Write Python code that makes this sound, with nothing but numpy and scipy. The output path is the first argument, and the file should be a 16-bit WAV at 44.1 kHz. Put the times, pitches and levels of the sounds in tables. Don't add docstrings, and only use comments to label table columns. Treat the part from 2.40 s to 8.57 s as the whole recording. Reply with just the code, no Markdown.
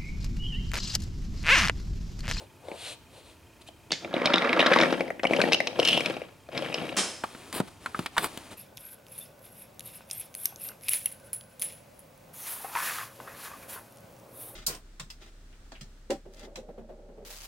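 import sys
import numpy as np
from scipy import signal
from scipy.fft import rfft, irfft, next_fast_len
from scipy.io import wavfile
from scipy.ndimage import uniform_filter1d, minimum_filter1d

SR = 44100
rng = np.random.default_rng(int(sys.argv[2]) if len(sys.argv) > 2 else 0)


def generate_wav(sig):
    pcm = np.round(np.clip(np.atleast_2d(sig).T, -1, 1) * 32767).astype(np.int16)
    wavfile.write(sys.argv[1], SR, pcm)


N = 272091
TIME = np.arange(N) / SR
HZ = np.fft.rfftfreq(4096, 1 / SR)

# hz, width_hz, level_db
TRACK_MODES = [(131, 27, -14), (186.5, 29, -2.5), (254, 40, 0.5), (327, 36, 1), (431.5, 90, -6.5),
               (492.6, 61, -0.5), (554, 56, 2), (655, 58, -1), (750, 100, -8)]
# hz, width_hz, level_db
BODY_MODES = [(943, 43, 6.5), (1069, 105, 3.5), (1197, 220, 5), (1347, 100, 2), (1587, 125, 3.5),
              (1790, 9.1, -3.5), (1883, 54, 3.5), (2020, 12, 1), (2073, 48, 3)]
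# hz, width_hz, level_db
WHEEL_MODES = [(2293, 73, 7.5), (2516, 72, 5), (2753, 55, 3.5), (2978, 330, 2), (3170, 105, -6.5),
               (3826, 92, -0.5), (4190, 630, -8), (5040, 25, -9), (5660, 97, -34)]
# hz, level_db
TICK_COLOUR = [(4000, 6), (6200, 13), (7500, 10), (9000, 14.5), (10400, 7.5), (11400, 13), (12200, -4),
               (16000, -1)]
# time_s, distance_m, left_minus_right_db
ENGINE_PATH = [(1.3, 0.3, 2.5), (1.75, 0.41, -0.5), (1.95, 0.18, 0.5), (2.08, 0.21, -1), (2.35, 0.11, 1.5),
               (2.55, 0.17, 2.2), (3.0, 0.27, 3.5), (3.5, 0.35, 3.5), (4.3, 0.3, 3), (4.55, 0.26, 3)]

PASS_S, PASS_LENGTH_S = 2.472, 0.25
SCRAPE_START_S, SCRAPE_LENGTH_S = 3.43, 0.22


def amp(db):
    return 10 ** (np.asarray(db) / 20)


def evened(x):
    return x / np.sqrt(np.mean(x ** 2) + 1e-20)


def burst(x):
    return x / np.sqrt(uniform_filter1d(x ** 2, size=260).max() + 1e-20)


def read(points, hz):
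    table_hz, value = np.transpose(points)
    return np.interp(np.log(hz + 1), np.log(table_hz + 1), value)


def add(mix, s, sound):
    part = mix[max(round(s * SR), 0):][:len(sound)]
    part += sound[:len(part)]


def ringing(modes):
    power = 0
    for hz, width, db in modes:
        detuning = (HZ ** 2 - hz ** 2) / (2 * width * (HZ + 1))
        power = power + amp(db) ** 2 / (1 + detuning ** 2) ** 2
    return np.sqrt(power)


def colour(x, gain):
    log_gain = np.log(np.maximum(gain / gain.max(), 1e-5))
    circle = np.concatenate([log_gain, log_gain[-2:0:-1]])
    response = irfft(np.exp(np.conj(signal.hilbert(circle)))[:len(HZ)])
    return signal.oaconvolve(x, response)[:len(x)]


def wooden(gain, soft_hz=7500):
    return gain / (1 + (HZ / soft_hz) ** 4)


def grains(per_s, spread_db, hiss):
    size = amp(spread_db * np.minimum(rng.exponential(1, N), 4))
    clicks = size * rng.choice([-1, 1], N) * (rng.random(N) < per_s / SR)
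    return evened(evened(clicks) + hiss * rng.standard_normal(N))


def blow(chatter, decay_s, rise_s=.0006):
    t = TIME[:len(HZ) * 2]
    force = rng.standard_normal(len(t)) * np.exp(-t / decay_s) * (1 - np.exp(-t / rise_s))
    force *= chatter / np.linalg.norm(force)
    force[round(rise_s * SR)] += 1
    return force


def stroke(start, length, skew=1, sharp=1):
    progress = np.clip((TIME - start) / length, 1e-9, 1 - 1e-9)
    return abs(np.sin(np.pi * progress ** skew)) ** sharp


def behind(s):
    return np.clip(.5 + (s - PASS_S) / PASS_LENGTH_S, 0, 1)


def background(apart=0.35):
    # hz, level_db
    floor_colour = [(15, -41), (25, -13.5), (92, 5.5), (190, -6), (309, -1.5), (503, -9.5), (714, -7.5),
                    (775, -17.5), (887, -5.5), (1020, -12), (1740, -17), (2550, -16.5), (3430, -21),
                    (9320, -24.5), (16000, -29.5)]
    shared = rng.standard_normal(N)
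    sides = []
    for _ in range(2):
        hiss = shared + apart * rng.standard_normal(N)
        sides.append(evened(colour(hiss, amp(read(floor_colour, HZ)))))
    return amp(-55.5) * np.array(sides)


def flutter(per_s=30, db=-70):
    gate = ((1 + np.cos(2 * np.pi * per_s * TIME)) / 2) ** 4
    ticking = colour(gate * rng.standard_normal(N), ringing([(2480, 87, -6), (3160, 57, -7.5)]))
    return amp(db) * evened(ticking)


def room(x):
    # hz, t60_s
    decay = [(100, 0.38), (500, 0.38), (2000, 0.37), (5000, 0.49), (10000, 0.2), (16000, 0.053)]
    late_enough = TIME[:SR] > .005
    taps = rng.choice([-1., 1.], (2, SR)) * (rng.random((2, SR)) < 3000 / SR) * late_enough
    hz, t, z = signal.stft(taps, SR, nperseg=256)
    tail = signal.istft(z * amp(-60 * t / read(decay, hz)[:, None]), SR, nperseg=256)[1]
    return signal.fftconvolve(x[None], tail / np.linalg.norm(tail[0]), axes=1)[:, :N]


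def panned(x, left_db):
    return np.array([x * amp(left_db / 2), x * amp(-left_db / 2)])


def ports(x, left_db, decay_s=0.018):
    # hz, left_lag_rad
    port_phase = [(20, 0.088), (130, 0.11), (300, 0.17), (1100, 0.16), (2200, 0.57), (3500, 0.56),
                  (5300, 1), (7500, 0.76), (9500, 0.089)]
    # hz, level_db
    scatter = [(60, -18), (200, -12), (500, -16), (1200, -8.5), (2500, -18), (4500, -22), (8000, -14),
               (12000, -47)]
    size = next_fast_len(N + len(HZ), True)
    hz, t, spectrum = np.fft.rfftfreq(size, 1 / SR), TIME[:len(HZ)], rfft(x, size)
    lag = np.exp(-.5j * read(port_phase, hz))
    pair = irfft(spectrum * np.array([lag, 1 / lag]), size)[:, :N]
    pair = pair * panned(1.0, left_db + np.zeros(N))
    echoes = rng.standard_normal(len(t)) * np.exp(-t / decay_s)
    echo_spectrum = rfft(echoes / np.linalg.norm(echoes), size) * amp(read(scatter, hz))
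    side = irfft(spectrum * echo_spectrum, size)[:N]
    return pair + np.array([side, -side])


def clash(blows, spectrum, rings, wet_db, t60, late_db, late_t60, wide, air_hz=12000):
    direct, diffuse, t = np.zeros(N), np.zeros((2, N)), TIME[:SR]
    gain = amp(read(spectrum, HZ)) * (1 + ringing(rings))
    decays = amp(wet_db - 60 * t / t60) + amp(late_db - 60 * t / late_t60)
    tail = (1 - np.exp(-t / 0.0059)) * decays
    for s, db in blows:
        shared = rng.standard_normal(SR)
        add(direct, s, amp(db) * shared * np.exp(-t / 0.0018))
        for side in diffuse:
            mixed = (shared + wide * rng.standard_normal(SR)) / np.hypot(1, wide)
            add(side, s, amp(db) * tail * mixed)
    dulled = gain / (1 + (HZ / air_hz) ** 12)
    sound = colour(direct, gain) + np.array([colour(side, dulled) for side in diffuse])
    return sound / np.sqrt(np.mean((gain / gain.max()) ** 2))


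def far_crash():
    # start_s, level_db
    blows = [(4.567, -25.5), (4.570, -20.5), (4.581, -31), (4.585, -20)]
    # hz, level_db
    spectrum = [(100, -32), (175, 7.5), (350, 8.5), (570, 9.5), (900, 5), (2800, 4.5), (4200, 3.5),
                (5700, 4), (8400, 1.5), (10000, 0.5), (12000, -12.5), (16000, -6)]
    # hz, width_hz, db_over_colour
    rings = [(3165, 25, 1), (5209, 22, 12), (5298, 22, 6), (5943, 25, 0), (6826, 30, -4), (8373, 22, 5),
             (9959, 25, 0)]
    return clash(blows, spectrum, rings, wet_db=-3.0, t60=0.087, late_db=-8.0, late_t60=0.57, wide=0.47)


def coupling_snap():
    # start_s, level_db
    blows = [(1.518, -16), (1.5205, -13.5), (1.5295, -22), (1.536, -25)]
    # hz, level_db
    spectrum = [(40, -40), (100, -28), (150, 7.5), (350, 0.5), (650, -2.5), (1200, -12), (1800, -2),
                (3500, 2.5), (5000, 2), (6800, -4.5), (8500, -16), (11000, -27), (16000, -49)]
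    # hz, width_hz, db_over_colour
    rings = [(1750, 30, 2), (2180, 30, 2), (3526, 30, 5), (4554, 30, 0), (6460, 40, 2)]
    return clash(blows, spectrum, rings, wet_db=-24, t60=0.31, late_db=-34.0, late_t60=0.61, wide=0.57)


def rubbing(rub_db=-2.5, rasp_db=-3, rasp_hz=8900, rasp_width_hz=2700):
    # start_s, length_s, level_db
    strokes = [(4.75, 0.69, -47), (5.132, 0.086, -32.5), (5.273, 0.019, -45.5), (5.403, 0.19, -48),
               (5.549, 0.16, -43.5), (5.71, 0.49, -44), (5.775, 0.06, -36.5), (5.822, 0.057, -31.5),
               (6.106, 0.042, -44.5)]
    # hz, level_db
    case_colour = [(50, -5.5), (120, 2), (290, 10), (520, 4), (700, 6), (1100, 3.5), (1600, -0.5),
                   (2700, -0.5), (4500, -3.5), (5500, -7.5), (9300, -5), (11500, -13), (13700, -30),
                   (16000, -16)]
    effort = sum(amp(db) * stroke(start, length, skew=0.67, sharp=0.84) for start, length, db in strokes)
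    friction = grains(per_s=1800, spread_db=0.0, hiss=0.76)
    drag = evened(colour(friction, amp(read(case_colour, HZ))))
    bright = evened(colour(friction, ringing([(rasp_hz, rasp_width_hz, 0)])))
    rasp = amp(rasp_db) * effort / effort.max() * bright
    return amp(rub_db) * effort * (drag + rasp)


def tapping(tap_db=-7, thump_db=-1, tick_db=-2, ring_width_hz=380):
    # start_s, level_db, ring_hz, thump_db, treble_tick_db, hardness (0 to 1)
    taps = [(4.837, -18, 790, -32.5, -51, 0), (4.8393, -28.5, 1340, -36.5, -43, 0.18),
            (4.9489, -33.5, 1300, -44, -98, 0.2), (5.127, -27, 1260, -60, -34.5, 1),
            (5.2009, -19.5, 890, -18.5, -37, 0.06), (5.4597, -19, 1200, -41.5, -41.5, 0.07),
            (5.5454, -20, 1290, -40, -56, 0), (5.5909, -23, 1036, -24.5, -39.5, 0.6),
            (5.6601, -20, 1960, -47, -36.5, 1), (5.766, -19, 1260, -53, -41, 0),
            (5.772, -18.5, 1130, -52, -44, 0.03), (5.7795, -9, 1410, -54, -26.5, 0.4),
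            (5.8422, -17.5, 1130, -34, -31.5, 0.3), (5.9737, -29.5, 3140, -35.5, -38.5, 0.9)]
    # hz, level_db
    case_colour = [(500, -9), (900, -2), (1300, -2), (2000, -3), (3000, -2.5), (4800, -4), (6500, -28)]
    # hz, level_db
    thump_colour = [(40, -35), (110, 2), (230, 8.5), (380, 2), (700, -4.5), (1200, -71)]
    out = np.zeros(N)
    for s, level, hz, thump, treble, hardness in taps:
        force = blow(chatter=1.64, decay_s=0.0049, rise_s=0.00064)
        case = amp(read(case_colour, HZ)) * (abs(hardness) + ringing([(hz, ring_width_hz, 0)]))
        add(out, s, amp(level + tap_db) * burst(colour(force, case)))
        soft_force = blow(chatter=0.49, decay_s=0.013, rise_s=0.00068)
        add(out, s, amp(thump + thump_db) * burst(colour(soft_force, amp(read(thump_colour, HZ)))))
        tick_force = blow(chatter=1.7, decay_s=0.0019, rise_s=0.0024)
        add(out, s, amp(treble + tick_db) * burst(colour(tick_force, ringing([(8060, 2400, 0)]))))
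    return out


def sliding(hiss_db=0, murmur_db=0.0, skew=1.72, sharp=1.02):
    # start_s, length_s, hiss_db, track_murmur_db
    strokes = [(-0.1, 0.16, -57, -48), (0.174, 0.21, -56.5, -45), (0.312, 0.25, -40.5, -49.5),
               (0.671, 0.15, -56, -56.5), (0.75, 0.21, -57.5, -61.5), (1.205, 0.023, -52, -56),
               (1.258, 0.037, -49, -63)]
    # hz, level_db
    skin_colour = [(710, -51), (1200, -5), (1270, -12), (1520, -2), (1830, -2), (2710, 6), (4220, 6),
                   (5020, -4), (6230, -6.5), (9210, 0.5), (16000, -31)]
    hiss, murmur = np.zeros((2, N))
    for start, length, skin_db, wood_db in strokes:
        speed = stroke(start, length, skew, sharp)
        hiss = hiss + speed * amp(skin_db + hiss_db)
        murmur = murmur + speed * amp(wood_db + murmur_db)
    friction = grains(per_s=3200, spread_db=1.5, hiss=1.3)
    skin = evened(colour(friction, amp(read(skin_colour, HZ))))
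    wood = evened(colour(friction, ringing([(375, 120, -12.5), (570, 176, -1.0), (900, 110, -10)])))
    return hiss * skin + murmur * wood


def clacks(clack_db=-7, thud_db=-2, wheel_db=-1, tick_db=-36, tick_behind_db=5, tick_bend_db=6,
           ring_width_hz=330, broad=0.11, hollow_behind_db=-8, dead=0.84):
    # start_s, clack_db, body_ring_hz, track_thud_db, wheel_ring_db
    drops = [(0.2837, -41, 2140, -32, -49.5), (0.3149, -32.5, 2220, -31.5, -58),
             (1.287, -41, 3200, -43, -65), (1.506, -23.5, 3550, -34.5, -32),
             (1.6459, -26.5, 2300, -31, -42), (1.7394, -20, 3670, -19.5, -41), (1.764, -23, 2470, -23, -41),
             (1.8165, -23.5, 2410, -24, -45), (1.8567, -7.5, 3610, -20, -14), (1.8714, -17, 2380, -23, -28),
             (1.935, -15.5, 2110, -41, -22), (1.9388, -9, 3100, -16, -17), (1.9576, -21, 1190, -43, -20),
             (1.9809, -18.5, 2120, -30, -20.5), (2.0206, -18.5, 2260, -33, -31),
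             (2.092, -16.5, 2480, -41, -32), (2.1284, -12.5, 2050, -30, -28),
             (2.1922, -4, 2230, -9.5, -17.5), (2.2028, -11.5, 2830, -21, -23),
             (2.2131, -14.5, 1810, -28, -24), (2.226, -13.5, 1780, -19, -37), (2.261, -16, 1840, -19, -22),
             (2.2648, -14, 1850, -26, -22), (2.3142, -14, 1700, -14.5, -36), (2.3201, -12, 1830, -21, -33),
             (2.3325, -11, 1780, -38, -27), (2.3365, -10.5, 1800, -42, -21), (2.3601, -9.5, 1060, -15, -31),
             (2.387, -12.5, 1920, -22, -20.5), (2.4004, -11.5, 1800, -21.5, -30),
             (2.4114, -17, 2180, -19, -21), (2.423, -13, 1190, -17.5, -30),
             (2.4326, -10.5, 1900, -19, -26.5), (2.5254, -19.5, 1540, -16.5, -32),
             (2.6059, -19, 2210, -20.5, -36.5), (2.679, -31, 2080, -33, -49),
             (2.703, -21.5, 1890, -25, -66), (2.7944, -27, 1970, -36, -62), (2.832, -25, 1550, -23, -32),
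             (2.8408, -20, 1100, -20.5, -40), (2.8511, -14, 2220, -18.5, -51),
             (2.8684, -17, 2830, -30, -32.5), (2.909, -25.5, 2500, -14.5, -42),
             (2.9332, -13.5, 2370, -21.5, -35), (2.9625, -24.5, 2940, -43, -32),
             (3.0008, -16, 1430, -26, -53), (3.015, -11, 2320, -19, -19.5), (3.0364, -19, 1950, -17, -49),
             (3.1203, -14.5, 2070, -21.5, -21.5), (3.1244, -19, 3270, -29, -22),
             (3.131, -3, 2850, -34, -11), (3.1437, -11, 3150, -29, -20), (3.2025, -12.5, 2050, -22, -30.5),
             (3.271, -17.5, 2850, -30.5, -23.5), (3.3906, -25, 2870, -14.5, -29),
             (3.3979, -11, 3030, -28, -22), (3.428, -17, 2920, -47, -30), (3.4497, -12, 2980, -51, -20),
             (3.4742, -10, 3100, -47, -22), (3.485, -4, 3030, -50, -11.5), (3.5086, -19, 2960, -62, -30),
             (3.5174, -26, 2790, -57, -29), (3.531, -15.5, 2780, -47, -44), (3.5748, -17, 2930, -17.5, -27),
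             (3.6056, -18.5, 2370, -26, -30), (3.6588, -12, 2570, -33, -22.5), (3.698, -27, 2480, -24, -37),
             (3.7656, -31, 2530, -30, -48), (3.8169, -32.5, 2320, -29, -63),
             (4.0876, -41, 1470, -36.5, -52), (4.1301, -41, 2750, -36, -56), (4.168, -29, 2250, -53, -46),
             (4.176, -22, 2370, -39, -26), (4.222, -25, 2930, -27.5, -39), (4.2603, -27.5, 1780, -34, -43),
             (4.3252, -27.5, 2550, -37, -49), (4.342, -19, 3000, -28, -25.5), (4.3827, -26, 2700, -35, -51),
             (4.4903, -27, 2660, -47, -43)]
    # hz, width_hz, level_db
    rim_front = [(3710, 250, -2), (4500, 960, -17)]
    # hz, width_hz, level_db
    rim_behind = [(3444, 850, 6), (4260, 620, -2), (5500, 510, -2)]
    out = np.zeros(N)
    floor = ringing(TRACK_MODES[:4])
    track = ringing(TRACK_MODES[4:]) + 0.11 * ringing([(584, 92, 0.0044)])
    engine = ringing(BODY_MODES) + ringing(WHEEL_MODES[:4])
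    tick = amp(read(TICK_COLOUR, HZ))
    axle = 1 + ringing([(5209, 25, 4), (5298, 25, 4)])
    for s, level, hz, thud, wheel in drops:
        force, gone_by = blow(chatter=2.13, decay_s=0.0029, rise_s=0.0008), behind(s)
        body = wooden(broad * engine + (dead + engine) * ringing([(hz, ring_width_hz, 0)]))
        add(out, s, amp(level + clack_db) * burst(colour(force, body)))
        rim = (1 - gone_by) * ringing(rim_front) + gone_by * ringing(rim_behind)
        add(out, s, amp(wheel + wheel_db) * burst(colour(force, axle * wooden(rim))))
        boards = track + amp(hollow_behind_db * gone_by) * floor
        add(out, s, amp(thud + thud_db) * burst(colour(force, boards)))
        in_bend = 0 < s - SCRAPE_START_S < SCRAPE_LENGTH_S
        bright_db = tick_behind_db * gone_by + tick_bend_db * in_bend
        tick_force = blow(chatter=1.2, decay_s=0.0048, rise_s=0.0014)
        add(out, s, amp(level + tick_db + bright_db) * burst(colour(tick_force, tick)))
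    return out


def pushed(start, let_go, speed_up_s=0.057, coast_db_per_s=117):
    return np.clip((TIME - start) / speed_up_s, 0, 1) * amp(-coast_db_per_s * np.maximum(TIME - let_go, 0))


def jiggles(per_s=47, uneven=0.54, spread_db=3, decay_s=0.001, db=-3):
    late, size = rng.standard_normal((600, 2)).T
    knocks = np.zeros(N)
    for k in range(len(late)):
        add(knocks, (k + uneven * late[k]) / per_s, amp(spread_db * size[k]) * np.exp(-TIME[:1000] / decay_s))
    return amp(db) * evened(knocks * rng.standard_normal(N))


def shaken(bumps, modes, uneven=0.57):
    spots = rng.standard_normal((len(modes), N // 64 + 1)).repeat(64, axis=1)[:, :N]
    total = 0
    for mode, spot in zip(modes, spots):
        rung = colour(bumps * (1 + uneven * spot), wooden(ringing([mode])))
        total = total + amp(mode[2]) * rung
    return evened(total)


def flange_scrape(jolts, grit, db=-27, hz=3000, width_hz=360, hiss_db=-25):
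    squeal = evened(colour(jolts, ringing([(hz, width_hz, 0)])))
    bend = amp(db) * stroke(SCRAPE_START_S, SCRAPE_LENGTH_S, skew=0.66, sharp=0.94)
    return bend * (squeal + amp(hiss_db) * grit)


def rolling(rumble_db=-2, chatter_db=7, shadow_db=-10, rattle_db=-1, fizz_db=-23, fizz_behind_db=8,
            buzz_db=-14, track_falloff=0.98, low_cut_hz=135, boom_db=-19, boom_hz=134, boom_width_hz=26):
    # start_s, let_go_s, track_rumble_db, engine_rattle_db, floor_over_track_db
    pushes = [(1.596, 1.66, -24.5, -46, 3.5), (1.703, 2.51, -20.5, -32, -2.5), (2.551, 2.609, -24, -47, 1),
              (2.871, 3.081, -16, -30, -3.5), (3.194, 3.31, -30, -40.5, -7), (3.342, 3.705, -21, -29, -2),
              (4.1, 4.497, -26, -33, -3)]
    s, distance, _ = np.transpose(ENGINE_PATH)
    near, gone_by = 0.1 / np.interp(TIME, s, distance), behind(TIME)
    floor, track, engine, push = np.zeros((4, N))
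    for start, let_go, rumble, rattle, hollow in pushes:
        speed = pushed(start, let_go)
        push = push + speed * amp(rattle)
        shake = speed * near ** track_falloff * amp(rumble + rumble_db) / np.hypot(amp(hollow), 1)
        floor = floor + shake * amp(hollow)
        track = track + shake
        engine = engine + speed * near * amp(rattle)

    bumps = grains(per_s=300, spread_db=2, hiss=0.37)
    boards = floor * shaken(bumps, TRACK_MODES[:4]) + track * shaken(bumps, TRACK_MODES[4:])
    boards = colour(boards, 1 / (1 + (low_cut_hz / (HZ + 1)) ** 6))
    boom = amp(boom_db) * push * gone_by * shaken(bumps, [(boom_hz, boom_width_hz, 0)])

    jolts = evened(bumps + jiggles())
    buzz = amp(buzz_db) * evened(colour(jolts, wooden(ringing([(1400, 400, 0)]))))
    body = amp(chatter_db + shadow_db * gone_by) * (shaken(jolts, BODY_MODES) + buzz)
    axles = amp(rattle_db) * shaken(jolts, WHEEL_MODES)
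    grit = evened(colour(grains(per_s=470, spread_db=3.0, hiss=0.94), amp(read(TICK_COLOUR, HZ))))
    fizz = amp(fizz_db + fizz_behind_db * gone_by) * grit
    return boards + boom + engine * (body + axles + fizz) + flange_scrape(jolts, grit)


def scene(room_db=-16, camera_room_db=-22):
    train = rolling() + clacks() + sliding()
    fingers = tapping() + rubbing()
    s, _, left_db = np.transpose(ENGINE_PATH)
    near = ports(train, np.interp(TIME, s, left_db)) + ports(fingers, left_db=2.0, decay_s=0.0054)
    echo = room(amp(room_db) * train + amp(camera_room_db) * fingers)
    return near + echo + coupling_snap() + far_crash() + background() + flutter()


def record(dry, ceiling_db=-6.0, edge_hz=15950):
    allowed = np.minimum(1, amp(ceiling_db) / (abs(dry).max(0) + 1e-9))
    limited = dry * uniform_filter1d(minimum_filter1d(allowed, size=130), size=130)
    band_limit = signal.firwin(511, edge_hz, window=("kaiser", 9), fs=SR)
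    return signal.oaconvolve(limited, band_limit[None], "same")


dry = scene()
out = record(dry)
generate_wav(out)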